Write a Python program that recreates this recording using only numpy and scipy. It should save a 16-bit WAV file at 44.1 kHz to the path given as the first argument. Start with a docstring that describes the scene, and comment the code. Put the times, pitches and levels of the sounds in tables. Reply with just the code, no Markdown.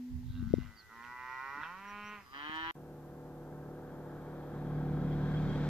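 """An open field, on a stereo microphone with wind popping on its left port. A far cow hums, mouth shut; two
nearer moos rise, vocal-fold pulses ringing throat and mouth, the second spread wide, while a small bird chirps
behind them. Then the scene changes to an engine: shaft tones, exhaust boom and hiss at a steady speed, growing
louder as if it came closer."""
import sys
import numpy as np
from scipy import signal
from scipy.fft import rfft, irfft, next_fast_len
from scipy.io import wavfile
from scipy.ndimage import uniform_filter1d, map_coordinates

SR = 44100
rng = np.random.default_rng(int(sys.argv[2]) if len(sys.argv) > 2 else 0)


def master_out(mix):
    """Clip the mix to full scale and print it as 16-bit PCM to the path in sys.argv[1]."""
    frames = np.transpose(np.atleast_2d(mix))
    ceiling = np.clip(frames, -1, 1)
    pcm = np.round(ceiling * 32767).astype(np.int16)
    wavfile.write(sys.argv[1], SR, pcm)


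N = 250929
T = np.arange(N) / SR


def amp(db):
    """Decibels to gain."""
    return 10 ** (np.asarray(db) / 20)

def unit(x):
    """Scale to rms 1."""
    return x / np.sqrt(np.mean(x ** 2) + 1e-20)

def along(points, hz):
    """(Hz, value) points read on a log axis."""
    f, v = np.transpose(points)
    return np.interp(np.log(hz + 1), np.log(f + 1), v)

def curves(rows):
    """One value per sample for each column after the time."""
    times, *columns = np.transpose(rows)
    return [np.interp(T, times, column) for column in columns]

def wobble(rate):
    """A smooth random curve, rate knots a second."""
    return map_coordinates(rng.standard_normal(int(N * rate / SR) + 4), [T * rate])

def gate(start, end, fade):
    """One between two times, with straight fades outside them."""
    return np.clip(np.minimum(T - start, end - T) / fade + 1, 0, 1)

def step(at, width):
    """A smooth rise from 0 to 1 around a time."""
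    return .5 + .5 * np.tanh((T - at) / (2 * width))

def bump(at, sigma):
    """A bell curve around a time."""
    return np.exp(-.5 * ((T - at) / sigma) ** 2)

def filtered(x, response):
    """x times a response of frequency."""
    size = next_fast_len(N + 8192)
    return irfft(rfft(x, size) * response(np.fft.rfftfreq(size, 1 / SR)), size)[..., :N]

def rush(spectrum, likeness):
    """Coloured stereo noise of rms 1, with a given left-right likeness."""
    def response(hz):
        angle = np.arccos(np.clip(along(likeness, hz), -1, 1)) / 2
        return amp(along(spectrum, hz)) * [np.cos(angle), np.sin(angle)]
    mid, side = filtered(rng.standard_normal((2, N)), response)
    return unit(np.array([mid + side, mid - side]))

def narrow_noise(shape, centre_hz, half_width_hz):
    """Noise of rms 1 around one resonance."""
    peak = lambda hz: 1 / (1 + ((hz - centre_hz) / half_width_hz) ** 2)
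    return unit(filtered(rng.standard_normal(shape), peak))

def placed(x, lag_ms, shade_db):
    """A source to the right reaches the left port later, its treble shaded there."""
    sides = np.array([[-1], [1]])
    shade = lambda hz: amp(sides * shade_db / 2 * np.minimum(hz / 3000, 1))
    delay = lambda hz: np.exp(1j * np.pi * hz * sides * lag_ms / 1000)
    return filtered(x, lambda hz: shade(hz) * delay(hz))


# The microphone's noise floor: (frequency [Hz], relative level [dB])
MIC_SPECTRUM = [(50, 12), (1000, 9), (4000, 0.5), (7000, -1), (9500, -4), (12500, 2.5), (14500, 1.5)]
def microphone_hiss():
    """Self-noise at both ports; it dips briefly between cattle and engine."""
    lull = 1 - 0.82 * gate(2.728, 2.74, fade=0.0074)
    return amp(-68) * lull * rush(MIC_SPECTRUM, likeness=[(100, 0.013)])

# Air all around the microphone: (frequency [Hz], relative level [dB])
AIR_SPECTRUM = [(30, -15), (150, -9.5), (400, -8), (620, -22), (900, -10.5), (1300, -25), (1900, -14.5),
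                (2300, -21), (5000, -21), (7000, -24), (10000, -49)]
# Diffuse sound at the two ports: (frequency [Hz], left-right likeness [-1..1])
FIELD_LIKENESS = [(100, 0.91), (600, 0.91), (1400, 0.57), (3000, 0.23), (6500, 0)]
def field_air():
    """The faint, steady rush of the open field."""
    return amp(-68) * rush(AIR_SPECTRUM, FIELD_LIKENESS)

# Decay over open ground: (frequency [Hz], time to fall 60 dB [s])
ECHO_DECAY = [(200, 0.13), (2000, 0.32), (8000, 0.0063)]
def field_echo(x):
    """The surroundings scatter a short answer, different at each port."""
    hz, t, spectra = signal.stft(rng.standard_normal((2, SR // 2)), SR, nperseg=256)
    decay = amp(-60 * t / along(ECHO_DECAY, hz)[:, None])
    tail = signal.istft(spectra * decay, SR, nperseg=256)[1]
    return signal.fftconvolve(x[None], tail / np.linalg.norm(tail[0]), axes=1)[:, :N]

# Gusts on the microphone: (start [s], end [s], left level [dB], right level [dB])
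PORT_GUSTS = [(0.133, 0.356, -51.5, -42.5), (0.414, 0.612, -36.5, -59), (2.558, 2.699, -58.5, -74)]
# Their rumble: (frequency [Hz], relative level [dB])
GUST_SPECTRUM = [(15, -15), (25, -14), (86, -3.5), (141, -9.5), (190, -17), (250, -62), (420, -120)]
def wind_rumble(breeze_db=-70.5, rise_db_per_s=274, fall_db_per_s=154):
    """Gusts buffet the ports unevenly, then fall back to a light breeze."""
    strength = np.full((2, N), amp(BREEZE_DB := breeze_db))
    for start, end, left_db, right_db in PORT_GUSTS:
        fade_db = rise_db_per_s * np.maximum(start - T, 0) + fall_db_per_s * np.maximum(T - end, 0)
        strength = np.maximum(strength, amp(np.array([[left_db], [right_db]]) - fade_db))
    return rush(GUST_SPECTRUM, likeness=[(50, 0.057)]) * strength * amp(3.6 * wobble(25.63))

# Eddies right at the microphone:
# (time [s], peak before softening [dB], frequency [Hz], shape [0 push, 1 suck then push])
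EDDIES = [(0.305, -27, 60, 0), (0.427, -26, 125, 0), (0.476, -25, 85, 0), (0.5085, -26, 115, 0),
          (0.5395, -7.5, 300, 1), (0.585, -20.5, 150, 0), (2.497, -37, 190, 1)]
def wind_pops(cutoff_hz=663):
    """Single eddies pop softly on the left port alone."""
    pops = np.zeros(N)
    for at, db, hz, shape in EDDIES:
        u = 2 * np.pi * hz * (T - at)
        push = (1 - u * u) * np.exp(-u * u / 2)
        suck_push = u * np.exp((1 - u * u) / 2)
        pops += amp(db) * ((1 - shape) * push + shape * suck_push)
    softened = filtered(pops, lambda hz: 1 / (1 + (hz / cutoff_hz) ** 8))
    return np.array([softened, np.zeros(N)])

# Thin high whistles: three bird chirps, then a faint falling whistle from the cow's nose:
# (time [s], length [s], start pitch [Hz], end pitch [Hz], level [dB])
WHISTLES = [(0.744, 0.081, 4900, 4100, -58), (1.859, 0.067, 5700, 5670, -63),
            (2.017, 0.098, 5430, 5994, -63.5), (2.155, 0.31, 5120, 4680, -68)]
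# Upward flicks late in the bird's first chirp: (time [s], pitch rise [Hz])
BIRD_FLICKS = [(0.791, 520), (0.803, 620)]
def thin_whistles(waver_hz=65):
    """The bird's chirps and the cow's nose whistle: gliding tones that swell late."""
    flicks_hz = sum(hz * bump(at, 0.00169) for at, hz in BIRD_FLICKS)
    out = np.zeros(N)
    for at, length, start_hz, end_hz, db in WHISTLES:
        progress = np.clip((T - at) / length, 0, 1)
        hz = start_hz + (end_hz - start_hz) * progress + flicks_hz + waver_hz * wobble(190)
        out += amp(db) * np.sin(np.pi * progress ** 1.47) * np.sin(2 * np.pi * np.cumsum(hz) / SR)
    return out * amp(wobble(60.3))

# A cow far across the field: (time [s], pitch [Hz], level [dB])
FAR_HUM = [(0, 248.4, -42.5), (0.22, 248.2, -47.5), (0.31, 251.7, -55), (0.39, 249.2, -41.5),
           (0.45, 225.9, -43), (0.6, 247.5, -48), (0.8, 221.7, -75.5)]
def far_cow(release_db_per_s=355):
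    """A shut mouth leaves only the fundamental."""
    pitch_hz, level_db = curves(FAR_HUM)
    level_db -= release_db_per_s * np.maximum(T - FAR_HUM[-1][0], 0)
    phase = 2 * np.pi * np.cumsum(pitch_hz * (1 + 0.0053 * wobble(30.5))) / SR
    return np.sqrt(2) * amp(level_db) * np.sin(phase)

# The engine's tones: (order [multiple of shaft rate], level far off [dB], level close [dB])
SHAFT_ORDERS = [(1, -66.4, -47.4), (2, -69.2, -52.0), (3, -67.2, -47.2), (4, -54.3, -34.6),
                (5, -63.8, -44.6), (7, -60.1, -44.8), (8, -65.1, -51.0), (9, -60.4, -51.4),
                (10, -68.8, -61.3), (11, -79.4, -69.5), (12, -81.0, -61.2), (13, -61.0, -52.1),
                (14, -75.1, -72.3), (15, -76.0, -62.7), (16, -68.2, -64.3), (18, -75.5, -65.6),
                (19, -72.4, -62.1), (20, -66.5, -57.5), (21, -76.5, -62.7), (22, -76.5, -70.1),
                (23, -74.7, -69.1), (24, -75.8, -73.5), (28, -81.6, -66.5), (29, -82.4, -77.7),
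                (35, -79.5, -67.5), (42, -82.8, -70.0)]
def shaft_tones(shaft_phase, running_s, swell, growth_db_per_s=3):
    """Harmonics of the shaft grow steadily, then swell to their close levels."""
    tones = np.zeros(N)
    for order, far_db, close_db in SHAFT_ORDERS:
        growing_db = far_db + growth_db_per_s * running_s
        level_db = (1 - swell) * growing_db + swell * close_db + wobble(9.7)
        phase = order * shaft_phase + rng.uniform(0, 2 * np.pi) + 0.49 * wobble(7)
        tones += np.sqrt(2) * amp(level_db) * np.sin(phase)
    return tones

# The engine's low, middle and high noise: (frequency [Hz], relative level [dB])
BOOM_SPECTRUM = [(20, -35), (45, -2), (100, 3), (170, 8), (230, 9), (320, -14), (500, -45), (1000, -80)]
RASP_SPECTRUM = [(180, -12), (300, -4.5), (390, 2.5), (450, -3), (530, -3.5), (634, -6.5), (730, -11),
                 (870, -6.5), (960, -11), (1300, -14), (1700, -20.5), (2800, -50), (3640, -60.5),
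                 (6160, -120)]
HISS_SPECTRUM = [(1200, 1.5), (2200, 2.5), (2800, -7.5), (3300, -2.5), (3700, -1.5), (4500, -8),
                 (6000, -14), (8200, -20.5), (11000, -53)]
# Stereo width of the engine's boom, rasp and hiss: (frequency [Hz], left-right likeness [-1..1])
ENGINE_LIKENESS = [(60, 0.54), (180, 0.98), (540, 0.89), (1600, 0.83), (4780, 0.64), (14300, -0.7)]
# Squeaks of its whine, once close: (time [s], sigma [s], level [dB])
WHINE_SQUEAKS = [(5.125, 0.01, -63), (5.35, 0.011, -67), (5.377, 0.007, -61), (5.51, 0.0094, -62.5),
                 (5.548, 0.009, -63)]
def engine(start_s, shaft_hz=37.41):
    """Shaft tones over exhaust boom, rasp, whirr, hiss and a thin whine, all growing at steady speed."""
    running_s = np.maximum(T - start_s, 0)
    swell = 1 - np.exp(-np.maximum(T - 4.503, 0) / 0.24)  # lifts the tones and the exhaust's bass
    phase = 2 * np.pi * np.cumsum(shaft_hz * (1 + .0015 * wobble(6))) / SR
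    tones = shaft_tones(phase, running_s, swell)
    boom_db = -61.5 + 2.5 * running_s + 13 * swell + 1.9 * wobble(20)
    boom = amp(boom_db) * rush(BOOM_SPECTRUM, ENGINE_LIKENESS)
    rasp = amp(-58 + 4.5 * running_s) * rush(RASP_SPECTRUM, ENGINE_LIKENESS)
    whine = narrow_noise((2, N), centre_hz=3260, half_width_hz=45)
    squeaks = whine * sum(amp(db) * bump(at, sigma) for at, sigma, db in WHINE_SQUEAKS)
    hiss_gain = amp(-87.5 + 11 * running_s + 2 * step(5.14, 0.078))
    hiss = hiss_gain * (rush(HISS_SPECTRUM, ENGINE_LIKENESS) + amp(-12.5) * whine)
    whirr = narrow_noise(N, centre_hz=1573, half_width_hz=144)
    whirr *= amp(-77.5 + 7 * running_s + 1.5 * wobble(12))
    lope = 1 + 0.028 * np.cos(phase / 2)  # the cylinders fire unevenly over the four-stroke cycle
    throb = lope + 0.091 * np.cos(4 * phase) + 0.071 * np.cos(phase)  # each firing, each turn
    lean_left = amp([[.5], [-.5]])
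    mix = lope * tones + boom + squeaks + throb * (rasp + whirr + hiss) * lean_left
    return placed(mix, lag_ms=-0.062, shade_db=-0.5) * gate(start_s, T[-1], fade=0.0011)

# Breath of the nearer cattle: (frequency [Hz], relative level [dB])
MUZZLE_SPECTRUM = [(600, 9), (1500, -15), (2800, 13), (3400, 7), (4200, 8.5), (4900, 1), (5700, 7),
                   (6600, -13), (10000, -54)]
def muzzle_air(voice, loudest_db):
    """Air hisses through the muzzle, more as the voice grows."""
    loudness = np.sqrt(abs(uniform_filter1d(voice ** 2, size=4000)) + 1e-14)
    flow = (loudness / loudness.max()) ** 0.75
    return amp(loudest_db + wobble(26.1)) * flow * rush(MUZZLE_SPECTRUM, FIELD_LIKENESS)

# Rasps around the nearer calls: (time [s], sigma [s], centre [Hz], width [octaves], level [dB])
CALL_RASPS = [(0.348, 0.055, 3750, 0.16, -68), (0.387, 0.042, 2790, 0.0092, -71),
              (0.562, 0.094, 3600, 0.56, -69.5), (0.625, 0.018, 2820, 0.019, -64),
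              (0.64, 0.05, 1290, 0.79, -63), (1.02, 0.04, 1740, 0.071, -61),
              (1.046, 0.013, 2550, 0.3, -61.5), (1.07, 0.049, 5000, .5, -75),
              (1.591, 0.022, 246, 0.41, -57.5), (1.63, 0.0087, 1510, 0.2, -44.5),
              (1.64, 0.017, 3070, 0.23, -58.5), (1.652, 0.03, 2602, 0.045, -57.5),
              (1.855, 0.0039, 1750, 0.12, -49), (1.905, 0.02, 1780, 0.19, -57),
              (2.559, 0.011, 4150, 0.68, -66)]
def rasps(cycles):
    """Swells of narrow noise flutter with the vocal folds, loudest where the moo breaks upward."""
    out = np.zeros(N)
    for at, sigma, centre_hz, octaves, db in CALL_RASPS:
        band = lambda hz: np.exp(-.5 * (np.log2((hz + 1) / centre_hz) / octaves) ** 2)
        out += amp(db) * unit(filtered(rng.standard_normal(N), band)) * bump(at, sigma)
    flutter = unit(np.exp(0.8 * np.cos(2 * np.pi * (cycles - .2))))
    return out * flutter

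# Nasal swells in the first moo: (time [s], sigma [s], level [dB])
NOSE_SWELLS = [(1.017, 0.072, -63), (1.584, 0.025, -57.5)]
def nose_hum(cycles):
    """The nose briefly rings with the moo's second harmonic."""
    swells = sum(amp(db) * bump(at, sigma) for at, sigma, db in NOSE_SWELLS)
    return swells * np.sqrt(2) * np.sin(2 * np.pi * 2 * cycles)

def pulses(cycles, scatter_db=.45):
    """One sharp, band-limited pulse per cycle, each of a slightly different size."""
    at = np.interp(np.arange(1, int(cycles[-1])), cycles, np.arange(N))
    taps = at.astype(int)[:, None] + np.arange(-7, 9)
    offset = taps - at[:, None]
    shape = np.sinc(offset) * np.cos(np.pi * offset / 16) ** 2
    sizes = amp(scatter_db * rng.standard_normal((len(at), 1)))
    return np.bincount(np.clip(taps, 0, N - 1).ravel(), (shape * sizes).ravel(), N)

def vocal_folds(pitch_hz, span, strain, jitter):
    """The folds click shut, click weakly open and let puffs through, rough at both ends of the span."""
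    starting = .15 * np.exp(-np.maximum(T - span[0], 0) / 0.11)
    collapsing = .5 * np.exp(-np.maximum(span[1] - T, 0) / 0.075)
    rough = np.clip(.008 + starting + collapsing + strain, 0, 1)  # share of turbulent air
    cycles = np.cumsum(pitch_hz * (1 + jitter * (1 + 6 * rough) * wobble(70))) / SR
    puffs = unit(rng.standard_normal(N) * (.5 + np.exp(-3 * (cycles % 1))))
    opening = amp(-21) * pulses(cycles + .23 + .012 * wobble(12))
    return np.sqrt(1 - rough) * unit(pulses(cycles) + opening) + np.sqrt(rough) * puffs

def resonate(x, spectrum, size=2048):
    """Pass x through a causal (minimum-phase) body with the given spectrum."""
    gain = amp(along(spectrum, np.fft.rfftfreq(size, 1 / SR)))
    cepstrum = irfft(np.log(gain + 1e-6))
    cepstrum[1:size // 2] *= 2
    cepstrum[size // 2 + 1:] = 0
    return signal.oaconvolve(x, irfft(np.exp(rfft(cepstrum))))[:N]

def ring(x, centre_hz, lift_db, width_hz=43):
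    """A sharp resonance glides with nose and jaw and picks out single harmonics."""
    turn = np.exp(2j * np.pi * np.cumsum(centre_hz) / SR)
    pole = np.exp(-np.pi * width_hz / SR)
    band = 2 * np.real(turn * signal.lfilter([1 - pole], [1, -pole], x / turn))
    return x + (amp(lift_db) - 1) * band

# Throat and mouth in postures 0 to 3: (frequency [Hz], gain [dB])
NASAL_THROAT = [(100, -12), (300, -14), (720, -21), (1150, -3), (1350, -2), (1520, 0), (1700, -13),
                (1980, -11), (2090, -11), (2250, -24), (2800, -23), (4000, -28), (8000, -42)]
OPEN_THROAT = [(100, -14.5), (260, -14.5), (380, -8), (540, -11.5), (700, -18), (830, 5.5), (920, 10),
               (1050, 11), (1200, 0.5), (1450, 10.5), (1680, -7.5), (1950, 8), (2120, -3), (2230, -10.5),
               (2380, -0.5), (2560, -13), (2740, -11.5), (3000, -20), (3400, -52), (5700, -22.5),
               (7500, -104)]
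STRAINED_THROAT = [(100, -9), (205, 2), (290, -22), (410, -5.5), (620, -11), (830, -2), (1040, 2.5),
                   (1450, -1), (1650, -6.5), (2450, -1.5), (3150, -11.5), (3500, -26), (4000, -22),
                   (4600, -33), (8500, -73)]
WIDE_THROAT = [(150, -16.5), (325, 2.5), (490, -17.5), (650, -15.5), (810, -1), (970, 2.5), (1130, 1),
               (1290, -1.5), (1470, 3), (1620, 5), (1780, 1.5), (2100, -8), (2270, -12), (2420, -0.5),
               (2600, -8), (2780, -9), (3170, 0.5), (3450, -14), (3720, -9.5), (4150, -20.5), (4900, -28),
               (8500, -91)]
def moo(pitch_hz, level_db, posture, rings, span, strain, jitter):
    """The folds ring a throat that blends between postures; driven harder, the voice is brighter."""
    source = vocal_folds(pitch_hz, span, strain, jitter)
    voice = np.zeros(N)
    for k, throat in enumerate([NASAL_THROAT, OPEN_THROAT, STRAINED_THROAT, WIDE_THROAT]):
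        voice += np.maximum(1 - abs(posture - k), 0) * resonate(source, throat)
    lower_hz, lower_db, upper_hz, upper_db = curves(rings)
    voice = ring(ring(voice, lower_hz, lower_db), upper_hz, upper_db)
    treble = filtered(voice, lambda hz: np.clip((hz - 2100) / 200, 0, 1))
    bright_db = 0.5 + 0.25 * (level_db - level_db.max())
    voice += treble * (amp(bright_db) - 1)
    core = filtered(voice, lambda hz: (hz > 750) & (hz < 2400))  # main resonances carry the loudness
    power = uniform_filter1d(uniform_filter1d(core ** 2, size=1300), size=1300)
    return voice / np.sqrt(abs(power) + 1e-12) * amp(level_db) * gate(*span, fade=0.014)

# The first nearer moo, a little to the right, in its low register: (time [s], pitch [Hz])
FIRST_CLIMB = [(0.3, 90.6), (0.69, 104), (0.89, 111.3), (1.076, 121.5), (1.39, 130.5), (1.53, 137.5),
               (1.7, 141.3)]
# Its loudness: (time [s], relative level [dB])
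FIRST_LOUDNESS = [(0.291, -79), (0.37, -66), (0.65, -65.5), (0.885, -66), (0.903, -58.5), (1.05, -52),
                  (1.35, -46), (1.63, -46), (1.79, -52.5), (1.94, -50), (2.14, -51), (2.205, -58),
                  (2.25, -69)]
# Its two sharp resonances: (time [s], lower [Hz], lift [dB], upper [Hz], lift [dB])
FIRST_RESONANCES = [(0.37, 1560, 13, 2090, 0), (0.45, 1560, 8, 2030, -5), (0.54, 1510, 6, 2064, 18),
                    (0.72, 1532, 1, 1983, 16), (0.87, 1517, 12.5, 1974, 24), (0.97, 1070, 5, 1976, 5),
                    (1.3, 900, 6, 1953, 8.5), (1.56, 1140, 2.5, 1900, 0.5), (1.78, 1110, 7.5, 1810, 5),
                    (1.95, 1000, 1.5, 2320, 7.5), (2.14, 1046, -1, 2501, 0)]
def first_moo(break_s=1.694, sag_s=2.145):
    """Starts through the nose, opens, then breaks roughly into a strained high note."""
    high = step(break_s, .058)
    past_sag_s = np.clip(T - sag_s, -1, .1)
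    held_hz = 209.2 + np.minimum(15 * past_sag_s, -180 * past_sag_s)  # sags as the air runs out
    pitch_hz = (1 - high) * curves(FIRST_CLIMB)[0] + high * held_hz
    mouth_opening = 1 - np.exp(-np.maximum(T - 0.87, 0) / 0.16)
    posture = mouth_opening + step(break_s, 0.13)
    strain = .3 * bump(break_s - 0.064, .026) + .012 * high  # rough before the break, hoarse after
    span = FIRST_LOUDNESS[0][0], FIRST_LOUDNESS[-1][0]
    voice = moo(pitch_hz, curves(FIRST_LOUDNESS)[0], posture, FIRST_RESONANCES, span, strain, 0.00096)
    cycles = np.cumsum(pitch_hz) / SR
    return amp(1.98) * voice + nose_hum(cycles) + rasps(cycles)

# The second moo across the microphone: (frequency [Hz], lead of the left port [rad])
PORT_PHASE = [(150, 0), (400, -.3), (1000, -1), (1300, -1.1), (1400, -3), (1880, -2.1), (2300, 2.6),
              (2600, 3.3), (3000, 6.9), (3500, 9), (4500, 13.3)]
def spread_wide(x):
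    """Phase between the ports leaves the bass centred and spreads everything above it."""
    sides = np.array([[1], [-1]])
    return filtered(x, lambda hz: np.exp(.5j * sides * along(PORT_PHASE, hz)))

# The second nearer moo: (time [s], pitch [Hz], relative level [dB])
SECOND_CALL = [(2.26, 122.4, -63), (2.32, 133.2, -62), (2.335, 136.3, -50), (2.504, 156, -45.5),
               (2.57, 159.5, -42.5), (2.7, 165.5, -42.5)]
# Its two sharp resonances: (time [s], lower [Hz], lift [dB], upper [Hz], lift [dB])
SECOND_RESONANCES = [(2.26, 1150, 13, 1780, 0), (2.325, 1200, 17, 1780, 0), (2.35, 1170, 3, 1770, 8),
                     (2.48, 950, 2, 1720, 7.5), (2.58, 960, 8, 1755, 8), (2.7, 990, 6.5, 1820, 7.5)]
def second_moo():
    """A call with the mouth wide, rising to full voice."""
    pitch_hz, level_db = curves(SECOND_CALL)
    span = SECOND_CALL[0][0], T[-1]
    voice = moo(pitch_hz, level_db, posture=3, rings=SECOND_RESONANCES, span=span,
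                strain=0, jitter=0.00105)
    return amp(3) * voice

def scene():
    """The field with its cattle, then the scene changes to the engine, all over microphone hiss."""
    first = first_moo() + thin_whistles()
    second = second_moo()
    first_air = muzzle_air(first, loudest_db=-67.5)
    second_air = muzzle_air(second, loudest_db=-62)
    calls = placed(first + first_air, lag_ms=0.022, shade_db=5.5)
    calls += spread_wide(second) + second_air
    echo = amp(-15) * field_echo(first + second)
    outdoors = wind_rumble() + wind_pops() + field_air()
    pasture = (calls + echo + far_cow() + outdoors) * gate(0, 2.710, fade=0.0026)
    return pasture + engine(start_s=2.753) + microphone_hiss()

def record(dry):
    """Nothing is kept above 14.6 kHz."""
    return filtered(dry, lambda hz: hz < 14600)


dry = scene()
out = record(dry)
master_out(out)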